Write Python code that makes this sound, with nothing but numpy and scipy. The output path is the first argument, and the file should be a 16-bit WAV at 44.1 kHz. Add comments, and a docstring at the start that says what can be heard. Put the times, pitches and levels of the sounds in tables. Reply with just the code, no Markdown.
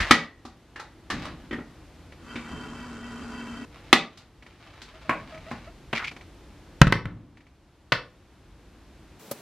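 """A plastic electric kettle is opened at a kitchen sink, filled from the tap and snapped shut: struck modes, then
resonant water noise. It is carried past the counter with knocks, squeaks and clatter, seated on its base with a
boom, and switched on. Near the end the room tone gives way to a faint hum and hiss, with one last bump.
Dense reflections of a small room follow nearly every blow; the loudest duck the whole sound and clip."""
import sys
import numpy as np
from scipy import signal
from scipy.fft import rfft, irfft, next_fast_len
from scipy.io import wavfile
from scipy.ndimage import uniform_filter1d

SR = 44100
rng = np.random.default_rng(int(sys.argv[2]) if len(sys.argv) > 2 else 0)


def to_wav(sig):
    """Store sig (one row per channel, or 1-D mono) as 16-bit WAV at the path in sys.argv[1].

    Samples outside -1..1 are clipped; the rate is SR.
    """
    pcm = np.clip(np.atleast_2d(sig), -1, 1) * 32767
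    pcm = np.round(pcm).astype(np.int16)
    wavfile.write(sys.argv[1], SR, pcm.T)  # frames by channels


N = 414981
TIME = np.arange(N) / SR
BLOW_TIME = np.arange(next_fast_len(SR // 4)) / SR
CONTACT_S = 0.0015  # soft plastic takes this long to load
SNAP_RING_T60_S = 0.017  # the hand damps the latch and the switch
SLIP_RISE_S, SLIP_T60_S = 0.006, 0.1  # envelope of scrapes and squeaks


def knocks():
    """All blows: lid, latch and counter are roomiest, clatter, base and switch drier, the last bump dry."""
    roomy = lid_blows() + latch_blows() + counter_blows()
    near = clatter_blows() + base_blows() + switch_blows()
    wet = kitchen(roomy, wet_db=-2.5) + kitchen(near, wet_db=-7.5) + kitchen(finger_ticks(), wet_db=-9)
    return wet + last_bump()


# blows on the lid: start_s, level_db, thump_rel_db, crack_rel_db, pitch_factor (where it is struck)
LID_HITS = [(0.003,-22,-20,-15,0.86),(0.109,3,-18,-20,1.006),(0.451,-31,-8,-15.5,0.61),(0.759,-27,-21,-24,0.91),(0.796,-26.5,-30.5,-18,0.7),(1.101,-17,-19.5,-18,0.92),(1.5097,-28.5,-6.5,-31,1),(1.528,-26,-5,-29,0.95),(1.586,-36,0.5,-35,0.71),(2.357,-28,-9.5,-25,1.18)]
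# ringing of the plastic shell: freq_hz, level_db
SHELL_MODES = [(790,-11),(1250,1),(1520,-18.5),(1940,5.5),(2240,-7),(3100,-4.5),(3500,-8)]
# dense rattle of the lid: freq_hz, level_db_per_hz
LID_RATTLE = [(300,-6),(500,-11),(1100,-6.5),(1950,-2.5),(2700,-9.5),(4500,-22.5),(8000,-46)]
# low modes of the hollow jug: freq_hz, level_db, t60_s
JUG_MODES = [(165,-10,0.2),(229,1.5,0.1),(310,9.5,0.013)]


def lid_blows():
    """The lid strikes the jug: shell modes and rattle over the hollow body."""
    return blows(LID_HITS, SHELL_MODES, LID_RATTLE, JUG_MODES,
                 ring_db=-14, rattle_db=-13.5, rattle_t60_s=0.099)


def lid_ring(freq_hz=1910, half_width_hz=70, rel_db=-23.5, t60_s=0.42):
    """A close cluster of lid modes, a narrow noise band, sings on after each blow."""
    ring = sum(amp(db + rel_db) * stroke(s, 0, CONTACT_S, t60_s) for s, db, *_ in LID_HITS)
    return ring * resonant(rng.standard_normal((2, N)), [(freq_hz, half_width_hz, 0)])


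# blows of the latch: start_s, level_db, thump_rel_db, crack_rel_db
LATCH_HITS = [(3.9282,0,-20,-19),(4.173,-42,-21,-3.5),(4.817,-37,-14,-8)]
# ringing of the latch: freq_hz, level_db
LATCH_MODES = [(318,-2.5),(790,-1),(1230,2),(1480,3.5),(1930,3.5),(3350,-6.5)]
# dense rattle of the latch: freq_hz, level_db_per_hz
LATCH_RATTLE = [(180,-1.5),(320,-1.5),(520,-7.5),(1250,-0.5),(3500,-1),(4800,-14.5),(8000,-30.5)]


def latch_blows():
    """The latch snaps: hand-damped modes and a short rattle over the hollow jug."""
    return blows(LATCH_HITS, LATCH_MODES, LATCH_RATTLE, JUG_MODES,
                 ring_db=-14, ring_t60_s=SNAP_RING_T60_S, rattle_db=-9.5, rattle_t60_s=0.028)


# knocks on the counter: start_s, level_db, thump_rel_db, crack_rel_db
COUNTER_HITS = [(5.094,-12.5,-26,-56),(5.108,-26,-16,-41),(5.513,-29.5,-6,-24)]
# ringing of the counter: freq_hz, level_db
COUNTER_MODES = [(670,-12),(830,-12),(1090,-4)]
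# dense rattle of the counter: freq_hz, level_db_per_hz
COUNTER_RATTLE = [(250,-4.5),(480,-14.5),(1050,-6),(2400,-10.5),(3300,-27.5),(8000,-41)]
# low modes of the jug standing on the counter: freq_hz, level_db, t60_s
SEATED_MODES = [(120.5,-3,0.079),(226,1.5,0.098)]


def counter_blows():
    """The counter is knocked: a quicker contact excites its modes and rattle."""
    return blows(COUNTER_HITS, COUNTER_MODES, COUNTER_RATTLE, SEATED_MODES,
                 ring_db=-12.5, rattle_db=-9, rattle_t60_s=0.043, contact_s=0.00078)


# clatter: start_s, level_db, thump_rel_db, crack_rel_db
CLATTER_HITS = [(5.929,-15,-18,-42)]
# dense rattle of the clatter: freq_hz, level_db_per_hz
CLATTER_RATTLE = [(300,-4),(900,-5.5),(2900,-8),(5000,-27.5),(8000,-36.5)]


def clatter_blows():
    """The shell clatters: nearly all rattle, hardly any clear ring."""
    return blows(CLATTER_HITS, SHELL_MODES, CLATTER_RATTLE, SEATED_MODES, ring_db=-42, rattle_db=-11.5)


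# blows on the base: start_s, level_db, thump_rel_db (before thump_db), crack_rel_db
BASE_HITS = [(6.8153,10,-15,-34),(6.8689,-1.5,-10.5,-33.5),(6.876,-7.5,-28,-26),(6.9235,7.5,-34,-31),(6.955,-17,-6,-33),(7.055,-14,-8.5,-39)]
# ringing of the kettle against its base: freq_hz, level_db
BASE_MODES = [(393,-6),(560,-4),(1300,4.5),(1540,0.5),(1780,1.5),(2050,2)]
# dense rattle of kettle and base: freq_hz, level_db_per_hz
BASE_RATTLE = [(110,14),(300,-6),(1900,0.5),(3500,-10.5),(6500,-31)]
# low modes of the counter top: freq_hz, level_db, t60_s
WORKTOP_MODES = [(73.55,-5,0.11),(109.8,-2,0.065),(145,6,0.03)]


def base_blows():
    """The kettle lands on its base: short ring, rattle and crack over a strong worktop thump."""
    return blows(BASE_HITS, BASE_MODES, BASE_RATTLE, WORKTOP_MODES, ring_db=-17, rattle_db=-14.5,
                 thump_db=5, rattle_t60_s=0.018, ring_t60_s=0.021, crack_t60_s=0.012)


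# blows of the switch: start_s, level_db, thump_rel_db, crack_rel_db
SWITCH_HITS = [(7.9205,-4,-25.5,-39.5),(7.923,-11.5,-9,-33)]
# ringing of the switch: freq_hz, level_db
SWITCH_MODES = [(540,7.3),(850,3),(1240,3.6),(1420,4),(2430,1)]
# dense rattle of the switch: freq_hz, level_db_per_hz
SWITCH_RATTLE = [(140,-5),(330,-8),(1900,3.5),(4600,-8.5),(7000,-25.5)]


def switch_blows():
    """The switch snaps: hand-damped modes over the upper worktop modes."""
    return blows(SWITCH_HITS, SWITCH_MODES, SWITCH_RATTLE, WORKTOP_MODES[1:],
                 ring_db=-14, rattle_db=-8, rattle_t60_s=0.035, ring_t60_s=SNAP_RING_T60_S)


# plastic ticks under the fingers: start_s, level_db
TICKS = [(2.122,-34),(4.424,-30),(4.464,-29),(5.345,-31),(5.376,-33),(5.465,-37),(6.1138,-28),(6.164,-29.5),(6.210,-34),(7.371,-30),(7.406,-33.5),(7.467,-35)]
# ringing of a tick: freq_hz, level_db
TICK_MODES = [(1900,1.3),(2300,3.6)]


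def finger_ticks():
    """Plastic ticks under the fingers: very short high modes, little thump or crack."""
    hits = [(s, db, -25, -28) for s, db in TICKS]
    return blows(hits, TICK_MODES, CLATTER_RATTLE, JUG_MODES, ring_db=-21, rattle_db=-19, ring_t60_s=0.012)


# last bump: start_s, level_db, thump_rel_db, crack_rel_db
BUMP_HITS = [(9.312, -19, -18, -32)]
# ringing of the bump: freq_hz, level_db
BUMP_MODES = [(570,3),(1230,-6)]
# dense rattle of the bump: freq_hz, level_db_per_hz
BUMP_RATTLE = [(250,0),(900,-8.5),(2500,-19),(15500,-11.5)]


def last_bump():
    """A bump excites two modes, a rattle and the seated jug."""
    return blows(BUMP_HITS, BUMP_MODES, BUMP_RATTLE, SEATED_MODES, ring_db=-16.5, rattle_db=-13.5)


# crack at the contact: freq_hz, level_db_per_hz
CRACK = [(1500,-10),(4200,3),(6500,-5),(12000,-20.5),(16000,-37.5)]


def blows(hits, modes, rattle, low_modes, ring_db=-15, rattle_db=-12, thump_db=0,
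          rattle_t60_s=0.072, ring_t60_s=0.05, crack_t60_s=0.13, contact_s=CONTACT_S):
    """Each blow gives a crack at the contact, ringing and rattling plastic, and a low thump."""
    t = BLOW_TIME
    contact = 1 - np.exp(-t / contact_s)
    thump = sized(sum((-1) ** k * amp(db) * dying(t60_s) * np.sin(2 * np.pi * f * t)
                      for k, (f, db, t60_s) in enumerate(low_modes)))

    def blow(level_db, thump_rel_db, crack_rel_db, pitch=1):
        ring = 0
        for f, mode_db in modes:
            # grip and point of contact detune the shell a little from blow to blow
            mode_hz = f * pitch * rng.uniform(0.99, 1.01)
            ring = ring + amp(mode_db) * np.sin(2 * np.pi * (mode_hz * t + rng.random()))
        sound = amp(ring_db) * sized(ring * contact * dying(ring_t60_s))
        sound = sound + amp(rattle_db) * burst(rattle, rattle_t60_s, contact, pitch)
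        sound += amp(thump_rel_db + thump_db) * thump
        sound += amp(crack_rel_db) * burst(CRACK, crack_t60_s, contact)
        return amp(level_db) * sound

    out = np.zeros((2, N))
    for start_s, *settings in hits:
        add(out, start_s, blow(*settings))
    return out


def burst(spectrum, t60_s, contact, pitch=1):
    """Very many overlapping modes: random phases under an even spectrum, then coloured."""
    chatter = rfft(rng.standard_normal((2, len(BLOW_TIME))) * contact * dying(t60_s))
    even = irfft(chatter / abs(chatter), len(BLOW_TIME))
    return sized(paired(even, lambda hz: shape(spectrum, hz / pitch)) * dying(BLOW_TIME[-1]))


def sized(x):
    """Scales to the energy of 20 ms at rms 1."""
    return x / np.sqrt(np.sum(np.atleast_2d(x) ** 2, 1).mean() / (SR // 50))


def dying(t60_s):
    """Exponential decay of a blow."""
    return np.exp(-np.log(1000) * BLOW_TIME / t60_s)


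TAP_OPEN_S, TAP_SHUT_S, FLOW_DB = 2.178, 3.65, -39
OPENING_S, SHUTTING_T60_S = 0.16, 0.013
HOLLOW_RISE_DB_PER_S = 5  # the low air modes grow as the jug fills
# patter of the stream: freq_hz, level_db
SPLASH = [(200,-2.5),(520,-12),(1300,-8),(2140,-18.5),(3500,-24.5),(7800,-26),(15000,-58)]
# upper air resonances in the jug: freq_hz, half_width_hz, level_db
CAVITY = [(986,7.4,-3.5),(1444,90,-9),(1940,21,-11),(2275,12,-12),(2656,49,-13.5),(3123,34,-9.5),(4740,13,-13.5),(11240,90,-34)]


def filling():
    """The aerated stream patters into the jug and sounds the air inside it."""
    splash = paired(grains(per_s=3000, spread_db=0), lambda hz: read(SPLASH, hz))
    cavity = resonant(grains(per_s=3300, spread_db=2), CAVITY) * flutter(per_s=25, depth_db=2)
    hollow_peaks = [(236.5, 5.4, 0.5), (276.5, 5.9, -12.5), (431.5, 10, -17)]
    hollow = resonant(grains(per_s=1200, spread_db=0.5), hollow_peaks)
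    # steadily driven low air modes: their swells are evened out
    swell = np.sqrt(abs(uniform_filter1d(hollow[0] ** 2, SR // 15)) + 1e-6)
    fill_db = HOLLOW_RISE_DB_PER_S * (np.clip(TIME, TAP_OPEN_S, TAP_SHUT_S) - TAP_SHUT_S)
    flow = amp(FLOW_DB) * stroke(TAP_OPEN_S, TAP_SHUT_S - TAP_OPEN_S, OPENING_S, SHUTTING_T60_S)
    return flow * (amp(-5.5) * splash + amp(-9) * cavity + amp(fill_db) * hollow / swell)


# lid and foot slips: start_s, length_s, level_db, pitch_factor (on the resonances)
SCRAPES = [(0,0.036,-24,0.84),(0.04,0.076,-40,.86),(5.947,0.038,-28.5,0.99),(5.989,0.044,-34.5,0.64),(6.04,0.011,-30.5,0.966),(6.068,0.015,-34.5,1.07)]
# resonances the scraping excites: freq_hz, half_width_hz, level_db
SCRAPE_PEAKS = [(1530,220,-11),(2255,220,1),(2732,510,-11),(4160,1800,-15.5)]


def scraping(sag_per_s=0.7):
    """Lid and foot scrape in short slips: dense tiny impacts drive resonances."""
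    out, t = np.zeros((2, N)), TIME[:SR // 2]
    slowing = np.cumsum(np.exp(-sag_per_s * t)) / SR  # pitch sags as each slip slows
    for start_s, length_s, level_db, pitch in SCRAPES:
        peaks = [(f * pitch, width_hz, peak_db) for f, width_hz, peak_db in SCRAPE_PEAKS]
        slips = resonant(grains(per_s=3300, spread_db=-2)[:, :SR // 2], peaks)
        slips = np.array([np.interp(slowing, t, side) for side in slips])
        envelope = stroke(0, length_s, SLIP_RISE_S, SLIP_T60_S)[:SR // 2]
        add(out, start_s, amp(level_db) * envelope * slips)
    return out


# hand strokes: start_s, length_s, level_db
RUBS = [(0,0.23,-42),(1.125,0.13,-45),(1.23,0.22,-60),(3.694,0.532,-58),(4.447,1.23,-55.5),(4.588,0.045,-49)]
# colour of the rubbing: freq_hz, level_db_per_hz
RUB = [(650,3.5),(2200,1.5),(4000,-4),(15000,-35)]


def rubbing(rise_s=0.056, t60_s=0.078):
    """Hands rub over the plastic: wavering showers of tiny impacts, with room."""
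    strokes = sum(amp(db) * stroke(s, length_s, rise_s, t60_s) for s, length_s, db in RUBS)
    texture = paired(grains(per_s=580, spread_db=2.5), lambda hz: shape(RUB, hz))
    return kitchen(strokes * flutter(per_s=40, depth_db=3.5) * texture, wet_db=0.5)


# jolts of the jug: start_s, level_db
SLOSHES = [(1.113,-31),(2.5,-36),(5.08,-37.5),(7.06,-29)]
# colour of the sloshing: freq_hz, level_db_per_hz
SLOSH = [(30,-7),(130,-5.5),(300,-6.5),(420,-22),(1200,-28)]


def sloshing(rise_s=0.015, t60_s=1.0):
    """Each jolt sets the water in the jug shifting: low noise that dies away."""
    return sum(amp(db) * stroke(s, rise_s, rise_s, t60_s) for s, db in SLOSHES) * noise(SLOSH)


# handle squeaks: start_s, length_s, level_db
SQUEAKS = [(4.935,0.032,-47.5),(5.046,0.022,-46),(5.318,0.065,-41.5),(5.464,0.029,-42),(5.67,0.0089,-40.5)]


def squeaks(pitch_hz=647, db_per_octave=-9.5):
    """The handle sticks and slips under the weight of the water: short, slightly unsteady tones."""
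    turns = np.cumsum(pitch_hz * flutter(per_s=150, depth_db=0.3)) / SR
    tone = sum(amp(db_per_octave * np.log2(k)) * np.sin(2 * np.pi * k * turns) for k in range(1, 5))
    return sum(amp(db) * stroke(s, length_s, SLIP_RISE_S, SLIP_T60_S) for s, length_s, db in SQUEAKS) * tone


# jug swung against the sink: start_s, level_db
THUDS = [(0,-23.5),(1.11,-32)]
# colour of the thuds: freq_hz, level_db_per_hz
THUD = [(50,5.5),(110,-8.5)]


def thuds(rise_s=0.0083, t60_s=0.18):
    """Dull thuds of the jug swung against the sink: bursts of bass noise."""
    return sum(amp(db) * stroke(s, rise_s, rise_s, t60_s) for s, db in THUDS) * noise(THUD)


# counter resonances: freq_hz, half_width_hz, level_db
BOOM = [(108.5,4.2,4),(177,9.4,-9)]


def counter_boom(level_db=-23.5, rise_s=0.0083, t60_s=0.62):
    """The counter booms on under the seated kettle: noise through narrow resonances."""
    first_s, last_s = BASE_HITS[0][0], BASE_HITS[-1][0]
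    envelope = amp(level_db) * stroke(first_s, last_s - first_s, rise_s, t60_s)
    return envelope * resonant(rng.standard_normal((2, N)), BOOM)


HISS_START_S, ROOM_DB, HISS_DB = 9.19, -48.5, -48.5
# room tone: freq_hz, level_db_per_hz
ROOM_TONE = [(25,-13),(48,-1),(125,-9),(231,-15.5),(335,-10.5),(404,-19),(4150,-33.5),(13000,-47),(15000,-66.5)]
# hiss: freq_hz, level_db_per_hz
HISS = [(40, -9), (250, 7.5), (1500, -6.5), (15500, -14.5)]
# hum: freq_hz, level_db (rms)
HUM = [(220.7, -61), (436.0, -61)]


def background():
    """A low room tone gives way to a faint hum and a bright hiss."""
    late = np.clip((TIME - HISS_START_S) / 0.006, 0, 1)
    hum = sum(amp(db) * np.sqrt(2) * np.sin(2 * np.pi * f * TIME) for f, db in HUM)
    room = amp(ROOM_DB) * noise(ROOM_TONE)
    return (1 - late) * room + late * (amp(HISS_DB) * noise(HISS) + hum)


# reverberation of the room: freq_hz, t60_s
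ROOM_T60 = [(100,0.29),(300,0.37),(1600,0.26),(5000,0.25),(12000,0.15)]


def kitchen(x, wet_db, build_s=0.0013):
    """Dense reflections from hard walls and cupboards, even in colour, each band dying at its own speed."""
    hz, t, z = signal.stft(paired(rng.standard_normal((2, SR))), SR, nperseg=256)
    decay = np.exp(-np.log(1000) * t / read(ROOM_T60, hz)[:, None])
    tail = rfft(signal.istft(z * decay, SR, nperseg=256)[1][:, :SR])
    # the tail lasts 1 s, so bin number = Hz
    colour = uniform_filter1d((abs(tail) ** 2).mean(0), size=60) / read(ROOM_T60, np.arange(tail.shape[1]))
    build_up = 1 - np.exp(-(TIME[:SR // 2] / build_s) ** 2)
    tail = irfft(tail / np.sqrt(colour))[:, :SR // 2] * build_up
    return x + amp(wet_db) * signal.fftconvolve(x[:1], tail / np.linalg.norm(tail[0]), axes=1)[:, :N]


# likeness of the two channels: freq_hz, correlation
LIKENESS = [(100,.99),(2400,.96),(4500,.6),(9000,0)]


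def paired(x, colour=lambda hz: 0 * hz):
    """Colours two unrelated signals and makes them alike in the bass, as two close microphones hear them."""
    hz = np.fft.rfftfreq(x.shape[1], 1 / SR)
    same = np.clip(read(LIKENESS, hz), -1, 1)
    mid, side = rfft(x) * amp(colour(hz)) * np.sqrt([1 + same, 1 - same])
    return evened(irfft(np.array([mid + side, mid - side]), x.shape[1]))


def noise(spectrum):
    """Stereo noise of a given spectrum."""
    return paired(rng.standard_normal((2, N)), lambda hz: shape(spectrum, hz))


def grains(per_s, spread_db):
    """Random tiny impacts of uneven size."""
    sizes = amp(spread_db * np.minimum(rng.exponential(1, N), 4))
    return evened(rng.standard_normal((2, N)) * sizes * (rng.random(N) < per_s / SR))


def resonant(x, peaks):
    """Passes a drive through resonances: freq_hz, half_width_hz, level_db."""
    def colour(hz):
        return 20 * np.log10(sum(amp(db) / (1 + ((hz - f) / w) ** 2) for f, w, db in peaks))
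    return paired(x, colour)


def stroke(start_s, length_s, rise_s, t60_s):
    """Gain over time: rises, holds until its length is over, then dies away."""
    age = TIME - start_s
    return np.clip(age / rise_s, 0, 1) * np.exp(-np.log(1000) * np.maximum(age - length_s, 0) / t60_s)


def flutter(per_s, depth_db):
    """A gain that wavers at random."""
    steps = rng.standard_normal(N // 100)
    return evened(amp(depth_db * np.interp(TIME * per_s, np.arange(len(steps)), steps)))


def shape(spectrum, hz):
    """A spectrum in dB that falls 12 dB an octave beyond its ends."""
    beyond = abs(np.log2((hz + 1) / np.clip(hz + 1, spectrum[0][0], spectrum[-1][0])))
    return read(spectrum, hz) - 12 * beyond


def read(points, hz):
    """Reads a curve on a log-frequency axis."""
    f, value = np.transpose(points)
    return np.interp(np.log(hz + 1), np.log(f + 1), value)


def amp(db):
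    """Decibels to gain."""
    return 10 ** (np.asarray(db) / 20)


def evened(x):
    """Scales to rms 1."""
    return x / np.sqrt(np.mean(x ** 2) + 1e-20)


def add(mix, start_s, sound):
    """Mixes a stereo sound in at its start time."""
    part = mix[:, max(round(start_s * SR), 0):][:, :sound.shape[1]]
    part += sound[:, :part.shape[1]]


def scene():
    """All sources, a touch to the left."""
    mix = knocks() + lid_ring() + filling() + scraping() + rubbing() + sloshing()
    mix += squeaks() + thuds() + counter_boom() + background()
    return mix * amp([[0.2], [-0.2]])


def record(dry, threshold_db=-19, squeeze=0.58, recovery_db_per_s=9, attack_s=0.0095,
           low_cut_hz=35, edge_hz=15900):
    """Cuts the deepest bass; gain falls fast and recovers slowly; remaining peaks clip; then the band limit."""
    dry = signal.sosfilt(signal.butter(2, low_cut_hz, "high", fs=SR, output="sos"), dry)
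    pole = np.exp(-1 / (attack_s * SR))
    power = signal.lfilter([1 - pole], [1, -pole], (dry ** 2).mean(0))
    power_db = 10 * np.log10(power + 1e-12)
    recovery_db = TIME * recovery_db_per_s
    held_db = np.maximum.accumulate(power_db + recovery_db) - recovery_db
    over_db = np.maximum(held_db - threshold_db, 0)
    ducked = dry / amp(squeeze * signal.lfilter([1 - pole], [1, -pole], over_db))
    band_limit = signal.firwin(255, edge_hz, window=("kaiser", 8), fs=SR)
    return signal.oaconvolve(np.clip(ducked, -1, 1), band_limit[None], "same")


dry = scene()
out = record(dry)
to_wav(out)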